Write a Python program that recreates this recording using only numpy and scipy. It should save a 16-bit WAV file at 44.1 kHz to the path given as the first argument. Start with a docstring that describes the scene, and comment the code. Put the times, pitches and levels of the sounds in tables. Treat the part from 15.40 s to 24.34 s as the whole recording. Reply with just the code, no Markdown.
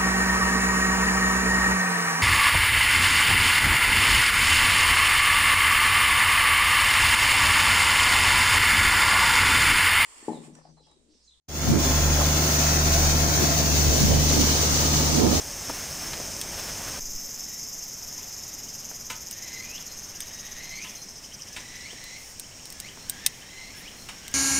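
"""A summer meadow, heard in mono, first from one spot and after 1.6 s from a quieter, closer one.
A small wood fire pops in a steel grill as pockets of gas burst. A near cicada clicks its tymbals
(two ribbed drum skins) so fast that they buzz, breaks into slowing throbs and runs down.
Tongs and clothes are handled, mostly at first; later someone knocks on wood across the field.
Behind it all are whistling cicadas in the trees, a far insect chorus and the hush of the air."""
import sys
import numpy as np
from scipy import signal
from scipy.fft import rfft, irfft, next_fast_len
from scipy.io import wavfile
from scipy.ndimage import uniform_filter1d, map_coordinates

SR = 44100
rng = np.random.default_rng(int(sys.argv[2]) if len(sys.argv) > 2 else 0)


def int16_out(signal):
    """Quantize to a 16-bit WAV file."""
    q = np.round(np.clip(np.atleast_2d(signal).T, -1, 1) * 32767)
    wavfile.write(sys.argv[1], SR, q.astype(np.int16))


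N = 394254
T = np.arange(N) / SR
MOVE_S = 1.596  # the listener jumps to the close spot


def fire(pop_t60=.014, echo_s=.0058, echo_db=-12, tick_count=24, tick_db=-48, tick_range_db=9):
    """Gas pockets burst in the wood and echo off the ground; faint ticks fall in between."""
    # the pops: t/s, level/dB, treble tilt/(dB per octave)
    pops = [(1.0138, -20, -1), (3.911, -25, 2), (4.805, -22.5, 0.5), (6.64, -32, 1), (6.997, -23.5, 6),
            (7.2555, -33, 0), (7.3025, -31, 1.5), (7.3247, -31, 3), (7.401, -23, 4), (7.697, -15.5, 5),
            (7.8629, -9, 3), (7.8641, -10, 0), (8.8802, -26.5, -2)]
    # tone of a pop before its tilt: f/Hz, level/dB
    pop_tone = [(60, -58), (300, -31), (900, -19), (1850, -6), (2500, -5), (3200, -1.7), (4500, -1),
                (5300, 1), (6600, -3.5), (7500, -.5), (8700, 3), (9600, -3.5), (10600, -10), (13200, -6),
                (16000, -9)]
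    out, t = np.zeros(N), T[:SR // 20]
    ticks = [(when * N / SR, tick_db + tick_range_db * size, 2)
             for when, size in rng.random((tick_count, 2))]
    for s, db, tilt_db in pops + ticks:
        burst = rng.choice([-1, 1], len(t)) * fade(t, pop_t60)
        burst = np.pad(burst, (len(t), 0))  # room in front for the filter to spread into
        tone = [(hz, level + tilt_db * np.log2(hz / 6000)) for hz, level in pop_tone]
        pop = amp(db) * filtered(burst, lambda hz: unit(tone_gain(tone, hz)))
        add(out, s - t[-1], pop)
        add(out, s - t[-1] + echo_s, amp(echo_db) * pop)
    return scatter(out, t60=.06, wet_db=-15)


def near_cicada(clicks_per_throb=17.2, tires_s=5.25, fade_db_per_s=3, deepen_db_per_s=4.5):
    """A cicada's buzz throbs, slows and sinks in pitch as its muscles slacken, then stutters out."""
    # the slowing beat: t/s, rate/(throbs per second)
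    throbs = [(1.6, 21.301), (2.2, 20.539), (3.2, 19.382), (4.2, 18.518), (4.8, 16.67), (5.3, 16.246),
              (5.9, 13.166)]
    # one throb: share of the cycle, share of the full drop in level
    throb_shape = [(0, 0.51), (.12, 0.57), (.27, 0.18), (.42, 0.13), (.65, .2), (.85, 0.68), (1, 0.63)]
    # last stutters: t/s, level against the buzz/dB
    stutters = [(5.945, 1.5), (6.024, 2), (6.085, 0.5), (6.14, 0.5), (6.208, 0), (6.362, 1)]
    rate = curve(throbs)
    cycle = np.cumsum(rate) / SR
    cycle += .073 - np.interp(throbs[0][0], T, cycle)  # the close spot opens early in a throb
    drop = np.interp(cycle % 1, *np.transpose(throb_shape))
    throbbing, close = T < throbs[-1][0], T > MOVE_S
    level_db = np.where(close, -35.5 - fade_db_per_s * np.maximum(T - tires_s, 0), -38.5)
    depth_db = np.where(close, 7 + deepen_db_per_s * (T - MOVE_S), 2)
    pulsing = amp(-depth_db * drop) * throbbing
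    pulsing += swells([(s, .012, db) for s, db in stutters])
    edge_hz = 8110 * (rate / rate[0]) ** .54
    edge_hz *= 1 - .09 * drop * throbbing * close  # the tymbal tightens in each throb: its ring rises
    buzz = hollow_body(tymbals(clicks_per_throb * rate), edge_hz)
    return amp(level_db) * pulsing * buzz


def tymbals(click_rate, jitter_s=.0002, weak_share=.91):
    """Two drum skins click in turn, one a little weaker; each click is a burst of buckling ribs."""
    count = np.cumsum(click_rate * (1 + .03 * wobble(25))) / SR
    starts = np.flatnonzero(np.diff(np.floor(count)))
    starts += (jitter_s * SR * rng.standard_normal(len(starts))).astype(int)
    sizes = np.where(np.arange(len(starts)) % 2, weak_share, 1)
    clicks = np.bincount(np.clip(starts, 0, N - 1), sizes, N)
    bursts = signal.fftconvolve(clicks, fade(T[:SR // 20], .0071))[:N]
    return scatter(bursts * rng.standard_normal(N), t60=.045, wet_db=-4)


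def hollow_body(clicks, edge_hz, crest_db=3, overtone_db=-3):
    """The cicada's body rings in a main band and an overtone band, each with a moving top edge."""
    # ring of the body: f/Hz, level/dB
    body_tone = [(3800, -54), (4700, -14), (5050, 4), (5400, -1), (5850, 0), (6300, 3), (7000, -2),
                 (7900, -9), (9800, -17.5), (10700, -12.5), (11600, -6), (13200, -6.5), (14500, -3.5),
                 (15800, -11)]
    ring = unit(filtered(clicks, lambda hz: tone_gain(body_tone, hz)))
    hz, t, spectrum = signal.stft(ring, SR, nperseg=128)
    edge = np.interp(t, T, edge_hz)
    overtone = hz[:, None] > 9500
    edge_ratio = hz[:, None] / np.where(overtone, 1.92 * edge, edge)
    crest = amp(crest_db * np.exp(-((edge_ratio - .94) / .07) ** 2))  # a peak just under the edge
    gain = np.where(overtone, amp(overtone_db), crest)
    gain /= np.sqrt(1 + edge_ratio ** 90)  # a steep fall above it
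    return signal.istft(spectrum * gain, SR, nperseg=128)[1][:N]


def knocks(ring_db=-12, crack_t60=.077):
    """Far blows on wood: a crack that echoes from the trees, and the log's hollow ring."""
    # the blows: t/s, level/dB, ring added to ring_db/dB
    blows = [(2.779, -49, 2), (3.6998, -27, -5), (5.444, -35.5, -7), (6.163, -28.5, -15), (8.687, -32, -11)]
    # notes of the log: f/Hz, level/dB, time to fade by 60 dB/s
    log_notes = [(910, 2.5, 0.32), (1010, 8.5, 0.2), (1270, -2, 0.29), (2050, 7, 0.12), (2440, -18, .16),
                 (2850, -9, .2), (3170, -5, 0.28), (3270, -6, .14)]
    # tone of the crack: f/Hz, level/dB
    crack_tone = [(150, -11), (450, -4), (1000, -6), (1500, 0), (3200, 2), (4200, -6.5), (8800, -8.5),
                  (11000, -19)]
    cracks, rings, t = np.zeros(N), np.zeros(N), T[:SR // 2]
    onset = 1 - np.exp(-t / .0014)
    for s, db, hollow_db in blows:
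        ring = sum(amp(level + rng.normal(0, 2)) * fade(t, t60) * np.sin(2 * np.pi * hz * t)
                   for hz, level, t60 in log_notes)
        add(rings, s, amp(db + hollow_db + ring_db) * ring * onset)
        add(cracks, s, amp(db) * noise(crack_tone, len(t)) * fade(t, crack_t60) * onset)
    return rings + scatter(cracks, t60=.28, wet_db=-2.5)


def handling():
    """Clothes swish, and tongs and feet make dull bumps."""
    # the swishes: middle t/s, half length/s, level/dB
    swishes = [(0.34, 0.1, -41.5), (0.613, 0.19, -42.5), (1.222, 0.089, -38), (1.51, 0.15, -45.5),
               (4.74, 0.46, -52.5)]
    # tone of rubbing cloth: f/Hz, level/dB
    cloth_tone = [(80, 1), (250, -6), (700, -3.5), (2000, -3.5), (4000, -8), (12000, -13)]
    # the bumps: t/s, level/dB, time to fade by 60 dB/s, dull above f/Hz
    bumps = [(.296, -22.5, 0.038, 940), (.732, -30, 0.08, 5000), (.8, -27.5, 0.028, 1100),
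             (1.407, -35, 0.033, 1600), (3.513, -36.5, 0.033, 1590), (6.53, -38, 0.032, 700),
             (7.572, -39, 0.036, 1510)]
    # each swish is heard at only one of the two spots
    rubbing = sum(swells([(s, half, db)]) * ((T < MOVE_S) == (s < MOVE_S)) for s, half, db in swishes)
    out = rubbing * amp(3.4 * wobble(40.3)) * noise(cloth_tone)
    t = T[:SR // 5]
    onset = 1 - np.exp(-t / .00067)
    for s, db, t60, dull_hz in bumps:
        tone = [(100, -12), (300, 0), (dull_hz, -5), (3 * dull_hz, -30)]
        add(out, s, amp(db) * noise(tone, len(t)) * fade(t, t60) * onset)
    return out


def whistlers(far_db=-62, join_db=-6, join_s=.28):
    """Cicadas whistle in the trees; the farthest ones join in and blur together."""
    # how well their bodies send out each pitch: f/Hz, gain/dB
    body_tone = [(1100, -24), (1600, -1), (1850, -2), (2060, 2), (2400, 1.5), (3000, 6), (3700, 3.5),
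                 (4180, 9), (4700, 6.5), (7000, -1), (11000, -29)]
    blur_tone = [(1300, -34), (1650, 0), (2000, 6.5), (2400, 4),
                 (3200, 1), (3700, -2.5), (4250, -3), (5200, -31)]
    song = leading_whistler() + other_whistlers()
    loudness = np.sqrt(np.abs(uniform_filter1d(song ** 2, int(join_s * SR))))
    blur = (amp(far_db) + amp(join_db) * loudness) * amp(wobble(25)) * noise(blur_tone)
    song = filtered(song, lambda hz: tone_gain(body_tone, hz))
    return blur + scatter(song, t60=.5, wet_db=-5)


def leading_whistler(swoop_s=.16, pip_hz=4190, flick_s=.03, flick_gap_s=.08, flick_max_db=-54.5):
    """One cicada repeats a phrase: an upward swoop, a high pip and five quick flicks."""
    # the phrases: end of the swoop t/s, starting f/Hz, level before the body shapes it/dB
    phrases = [(1.822, 1880, -69), (2.84, 1650, -59), (4.39, 2400, -48), (5.484, 2200, -47.5),
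               (6.524, 1940, -48), (7.503, 1650, -50), (8.495, 1620, -48.5)]
    song = np.zeros(N)
    for s, start_hz, db in phrases:
        add(song, s - swoop_s, amp(db) * whistle(swoop_s, start_hz, final_hz=3690))
        add(song, s + .072, amp(db - 11.5) * whistle(.079, pip_hz, pip_hz))
        for k in range(5):
            flick = whistle(flick_s, held_hz=1902, final_hz=3600, rise_s=.025)
            middle_s = s + .355 + k * flick_gap_s
            add(song, middle_s - flick_s / 2, amp(min(db, flick_max_db)) * flick)
    return song


def other_whistlers(lead_s=.11, hook_ratio=1.25, hook_s=.015):
    """A low note leads into each held one; a neighbour sings along, a little flat and early."""
    # held notes: start t/s, length/s, f/Hz, level before the body shapes it/dB
    held_notes = [(2.003, 0.2, 1910, -59), (2.821, 0.4, 1900, -60.5), (4.012, 0.23, 2032, -49),
                  (4.851, 0.38, 1904, -51.5), (5.219, .19, 2068, -46.5), (6.197, 0.29, 1956, -49.5),
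                  (6.599, 0.18, 2010, -46.5), (7.759, 0.13, 1773, -46), (8.101, 0.22, 2052, -48.5),
                  (8.749, .2, 1560, -51)]
    song = np.zeros(N)
    for s, length, hz, db in held_notes:
        lead_hz, flat_hz = .85 * hz, .92 * hz
        add(song, s - lead_s, amp(db - 4) * whistle(lead_s, lead_hz, 1.2 * lead_hz))
        add(song, s, amp(db) * whistle(length, hz, hook_ratio * hz, hook_s))
        add(song, s - .06, amp(db - 8) * whistle(length, flat_hz, hook_ratio * flat_hz, hook_s))
    return song


def whistle(length, held_hz, final_hz, rise_s=.035, swell_db=6, rasp_db=-9):
    """A raspy, fluttering note that swells on one pitch and hooks up to final_hz at its end."""
    t = T[:int(length * SR)]
    shake = .02 * noise([(30, 0), (250, -3), (700, -14), (1500, -50)], len(t))
    pitch = held_hz + (final_hz - held_hz) * np.exp((t - length) / rise_s)
    phase = 2 * np.pi * np.cumsum(pitch * (1 + shake)) / SR
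    flutter = amp(4 * noise([(50, 0), (220, -4), (600, -50)], len(t)))
    soft_ends = np.clip(np.minimum(t, length - t) / .0084, 0, 1)
    swell = amp(-swell_db * (1 - t / length) ** 2)
    tone = np.sin(phase) + amp(-12) * np.sin(2 * phase) + amp(-18) * np.sin(3 * phase)
    rasp = noise([(1200, -30), (1700, -9), (3300, -5), (4300, -11),
                  (5000, -5), (7000, 5), (9000, -25), (11000, -32)], len(t))
    return soft_ends * swell * flutter * (tone + amp(rasp_db) * rasp)


def chorus(note_hz=5410, note_fades_s=2.3, fade_db_per_s=9):
    """Many far insects blur into a high hiss; one narrow, wavering note in it fades to a trace."""
    # loudness of the hiss: t/s, level/dB
    levels = [(1.6, -47.5), (4.0, -48), (6.0, -48), (6.5, -45.5), (8.0, -49)]
    # its tone: f/Hz, level/dB
    tone = [(3500, -35), (4500, -14), (5100, -2), (5550, 2.7), (6100, -1.3), (6800, -2.3), (7600, -7.5),
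            (8800, -8.5), (9600, -19.5), (12000, -26)]
    hiss = amp(curve(levels) + .8 * wobble(35)) * unit(scatter(noise(tone), t60=.05, wet_db=-10))
    note = unit(filtered(rng.standard_normal(N), lambda hz: 1 / (1 + ((hz - note_hz) / 70) ** 2)))
    note_db = np.clip(-46 - fade_db_per_s * (T - note_fades_s), -57, -46)
    return hiss + note * amp(note_db + 2.2 * wobble(14))


def grass_insect():
    """An insect in the grass makes short, very high lisps."""
    # the lisps: middle t/s, half length/s, level/dB
    lisps = [(5.537, 0.14, -55), (6.857, .11, -54), (7.973, 0.075, -61), (8.393, 0.043, -52),
             (8.615, 0.07, -58)]
    # their tone: f/Hz, level/dB
    tone = [(6500, -41), (8800, 8), (10500, 8), (12000, -8), (14000, 9), (15800, -1)]
    out = np.zeros(N)
    for s, half, db in lisps:
        swell = signal.windows.tukey(int(2 * half * SR))
        add(out, s - half, amp(db) * swell * noise(tone, len(swell)))
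    return out


def air(first_db=-40.5, hiss_db=-42, close_db=-48.5, breeze_db=-64):
    """Outdoor hush, louder at the first spot; at the close one a breeze rumbles on the microphone."""
    # hush at the first spot: f/Hz, level/dB
    first_tone = [(15, -37), (25, 2), (43, -0.5), (117, -1.5), (491, -10), (547, -5.5), (1330, -13.5),
                  (1770, -12), (3320, -14.5), (3620, -16.5), (4500, -18.5), (5850, -30), (9900, -120)]
    # high hiss there: f/Hz, level/dB
    hiss_tone = [(3000, -23), (4600, 2), (5400, 9.5), (5850, 6.5), (6300, 13), (6900, 0), (8500, 7),
                 (10500, -1), (11500, -20), (13000, -5), (15500, -25)]
    # hush at the close spot: f/Hz, level/dB
    close_tone = [(20, 2), (60, -.5), (130, -1.5), (240, -2.5), (340, -8), (750, -9.5), (1350, -14),
                  (1900, -14), (2800, -16), (4200, -17), (10500, -24), (15500, -24)]
    # puffs of wind: middle t/s, half length/s, level/dB
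    gusts = [(1.68, 0.12, -36), (5.0, 0.35, -54)]
    first = amp(first_db + .88 * wobble(5.46)) * noise(first_tone) + amp(hiss_db) * noise(hiss_tone)
    close = amp(close_db + .64 * wobble(3.08)) * noise(close_tone)
    rumble = noise([(8, 0), (20, -12), (40, -17), (100, -51), (400, -90)])
    breeze = (amp(breeze_db) + swells(gusts)) * rumble
    return np.where(T < MOVE_S, first, close + breeze)


def amp(db):
    """Turn decibels into a gain to multiply by."""
    return 10 ** (np.asarray(db) / 20)


def unit(x):
    """Scale x to an average strength (rms) of 1."""
    return x / np.sqrt(np.mean(x ** 2) + 1e-20)


def fade(t, t60):
    """A decay that falls by 60 dB every t60 seconds."""
    return np.exp(-np.log(1000) * t / t60)


def swells(rows):
    """Bell-shaped rises in gain from rows of middle t/s, half length/s, level/dB."""
    return sum(amp(db) * np.exp(-((T - s) / half) ** 2) for s, half, db in rows)


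def tone_gain(tone, hz):
    """The gain at hz, read between points of f/Hz, level/dB on a log frequency scale."""
    f, db = np.transpose(tone)
    return amp(np.interp(np.log(hz + 1), np.log(f), db))


def curve(rows):
    """Join points of t/s, value with straight lines, one value per sample."""
    return np.interp(T, *np.transpose(rows))


def wobble(rate):
    """A smooth curve through `rate` random values a second."""
    return map_coordinates(rng.standard_normal(int(N * rate / SR) + 4), [T * rate])


def filtered(x, response):
    """Scale each frequency in x by response(hz)."""
    size = next_fast_len(len(x) + 4096)
    return irfft(rfft(x, size) * response(np.fft.rfftfreq(size, 1 / SR)), size)[:len(x)]


def noise(tone, size=N):
    """Noise of strength 1, shaped by points of f/Hz, level/dB."""
    return unit(filtered(rng.standard_normal(size), lambda hz: tone_gain(tone, hz)))


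def add(track, s, sound):
    """Mix a sound into the track at s seconds."""
    start = max(0, round(s * SR))
    track[start:start + len(sound)] += sound[:max(0, N - start)]


def scatter(x, t60, wet_db):
    """The sound plus a fading wash of echoes, wet_db in level against it."""
    t = T[:SR // 2]
    tail = rng.standard_normal(len(t)) * fade(t, t60)
    return x + amp(wet_db) * signal.fftconvolve(x, tail / np.linalg.norm(tail))[:N]


def scene():
    """Everything reaches one microphone, the same in both channels."""
    mono = fire() + near_cicada() + knocks() + handling()
    mono += whistlers() + chorus() + grass_insect() + air()
    return np.array([mono, mono])


def record(dry):
    """The highest treble rolls off over 500 Hz, and nothing is left above top_hz."""
    top_hz = 15950
    return np.array([filtered(channel, lambda hz: np.clip((top_hz - hz) / 500, 0, 1))
                     for channel in dry])


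dry = scene()
out = record(dry)
int16_out(out)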